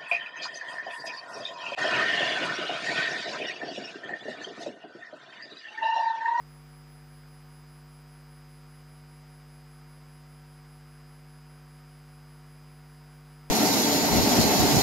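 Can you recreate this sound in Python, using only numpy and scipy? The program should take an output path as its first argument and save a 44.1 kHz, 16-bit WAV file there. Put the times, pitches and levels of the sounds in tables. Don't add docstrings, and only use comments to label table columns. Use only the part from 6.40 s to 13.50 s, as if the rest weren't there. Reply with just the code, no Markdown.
import sys
import numpy as np
from scipy import signal
from scipy.fft import rfft, irfft
from scipy.io import wavfile

SR = 44100
rng = np.random.default_rng(int(sys.argv[2]) if len(sys.argv) > 2 else 0)


def log_audio(samples):
    frames = np.atleast_2d(samples).T
    limited = np.clip(frames, -1, 1)
    pcm = np.round(limited * 32767).astype(np.int16)
    wavfile.write(sys.argv[1], SR, pcm)


N = 313110
T = np.arange(N) / SR


def gain_of(db):
    return 10 ** (np.asarray(db) / 20)


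def shaped_noise(density):
    hz = np.fft.rfftfreq(N, 1 / SR)
    return irfft(rfft(rng.standard_normal(N)) * np.sqrt(density(hz) * SR / 2), N)


def bell(hz, centre, width):
    return np.exp(-.5 * ((hz - centre) / width) ** 2) / (width * np.sqrt(2 * np.pi))


def comb(carrier, mains, rows, lag, spread):
    return sum(gain_of(db) * np.sqrt(2) * np.cos(carrier + k * (mains + lag) + spread * k ** 2)
               for k, db in rows)


# time in seconds, frequency in Hz.
MAINS_DRIFT = [(0, 49.616), (1.2, 49.6067), (2.4, 49.6069), (3.6, 49.6123), (4.8, 49.6199), (6, 49.6287),
               (7.1, 49.6385)]

def mains_phase():
    hz = np.interp(T, *np.transpose(MAINS_DRIFT))
    return 2 * np.pi * np.cumsum(hz) / SR


# frequency in Hz, power per Hz in dB.
HISS_SPECTRUM = [(10, -110), (40, -99), (85, -101), (130, -95), (165, -96), (210, -102), (400, -101),
                 (700, -96.5), (1200, -93), (1600, -95), (2100, -100), (3000, -105), (4500, -108),
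                 (7000, -110), (11000, -111), (16000, -111)]

def circuit_hiss(mains, puff_db=1.6, sharpness=12):
    knots_hz, db = np.transpose(HISS_SPECTRUM)
    bed = shaped_noise(lambda hz: gain_of(np.interp(np.log(hz + 1), np.log(knots_hz + 1), db)) ** 2)
    puffs = sum(np.exp(sharpness * (np.cos(2 * (mains - 2 * np.pi * place)) - 1)) for place, _ in SPIKES)
    return gain_of(puff_db * (puffs - puffs.mean())) * bed


# pitch in Hz, rms wander in Hz, level in dB.
WHISTLES = [(28, 2, -87.5), (326, .8, -85.5), (429.5, 1, -88), (2036, 3, -80), (2912, 3, -83.5),
            (3110, 2.5, -87.5), (3220, 3, -91), (10215, 3, -100), (12700, 2.5, -96), (13116, 2.8, -94.5),
            (15312, 1.5, -98)]

def whistles():
    out = np.zeros(N)
    for hz, wander_hz, db in WHISTLES:
        drift = shaped_noise(lambda f: 2 * bell(f, 0, 1.49))
        phase = 2 * np.pi * np.cumsum(hz + wander_hz * drift) / SR
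        out += gain_of(db) * np.sqrt(2) * np.sin(phase)
    return out


# level in dB, lower tone first.
LOW_PAIR_DB = [-78.5, -80.5]

def low_pair(pitches_hz=(97.47, 98.06), peak_s=.85):
    return sum(gain_of(db) * np.sqrt(2) * np.cos(2 * np.pi * hz * (T - peak_s))
               for hz, db in zip(pitches_hz, LOW_PAIR_DB))


# pitch in Hz, phase swing in radians, level in dB before
FAINT_WHINES = [(2289.79, 1.7, -75, 1), (2184.17, 1.2, -82.5, 0), (2613.43, 1.5, -84.5, 0)]

def faint_whines(mains):
    out = np.zeros(N)
    for hz, swing, db, ring in FAINT_WHINES:
        phase = 2 * np.pi * (hz * T + rng.random()) + swing * np.cos(2 * mains)
        out += gain_of(db) * np.sqrt(2) * np.cos(ring * mains) * np.cos(phase)
    return out


# place as a share of the mains cycle, level of the lowest harmonic in dB.
SPIKES = [(.311, -88), (.417, -86), (.6, -95)]

def rectifier_spikes(mains, lowest=33, db_per_octave=-12):
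    harmonics = [(k, db_per_octave * np.log2(k / lowest)) for k in range(lowest, 100, 2)]
    return sum(gain_of(db) * comb(0, mains, harmonics, lag=-2 * np.pi * place, spread=0)
               for place, db in SPIKES)


# offset in multiples of the mains, level in dB at full swell.
LOWER_WHINE = [
    [(-22, -92), (-12, -90), (-10, -90), (-8, -89), (-6, -81.7), (-4, -76.5), (-2, -79), (0, -69.6),
     (2, -78.8), (4, -87.3), (10, -92), (14, -94.5), (16, -89.5), (18, -93.5)],
    [(-5, -94), (1, -71.4)],
    [(0, -77)],
]
UPPER_WHINE = [
    [(0, -70)],
    [(-5, -95), (-1, -98), (1, -72.9), (3, -96.5)],
    [(0, -76.5)],
]

def converter(mains, harmonics, switching_hz, twin_rad, twin_at_s, slide_rad_per_s=.045, in_step_s=.0543):
    twin_angle = twin_rad + slide_rad_per_s * (T - twin_at_s)
    out = np.zeros(N)
    for order, sidebands in enumerate(harmonics, 1):
        carrier = 2 * np.pi * order * switching_hz * (T - in_step_s)
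        out += np.cos(order * twin_angle) * comb(carrier, mains, sidebands, lag=-.608, spread=.4734)
    return out


# multiple of the mains, level in dB.
HUM_HARMONICS = [(1, -59.6), (3, -51.1), (5, -63.3), (7, -68.7), (9, -70.6), (11, -76.0), (13, -81.3),
                 (15, -69.9), (19, -73.7), (21, -84.9), (23, -85.4), (25, -81.3), (27, -78.8), (29, -82.0),
                 (31, -78.9)]

def mains_hum(mains, waver_depth=.032):
    waver = shaped_noise(lambda hz: bell(hz, 10, 8.4))
    stack = comb(2.308, mains, HUM_HARMONICS, lag=-.154, spread=.1615)
    return stack * (1 + waver_depth * waver)


def scene():
    mains = mains_phase()
    line = mains_hum(mains) + rectifier_spikes(mains)
    line += converter(mains, LOWER_WHINE, switching_hz=5002.46, twin_rad=np.pi / 6, twin_at_s=4.9)
    line += converter(mains, UPPER_WHINE, switching_hz=5004.968, twin_rad=np.pi / 2, twin_at_s=3.2)
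    line += faint_whines(mains) + low_pair() + whistles() + circuit_hiss(mains)
    return np.array([line, line])


def record(dry, cutoff_hz=15340):
    low_pass = signal.firwin(1201, cutoff_hz, window=("kaiser", 8), fs=SR)
    return signal.oaconvolve(dry, low_pass[None], "same")


dry = scene()
out = record(dry)
log_audio(out)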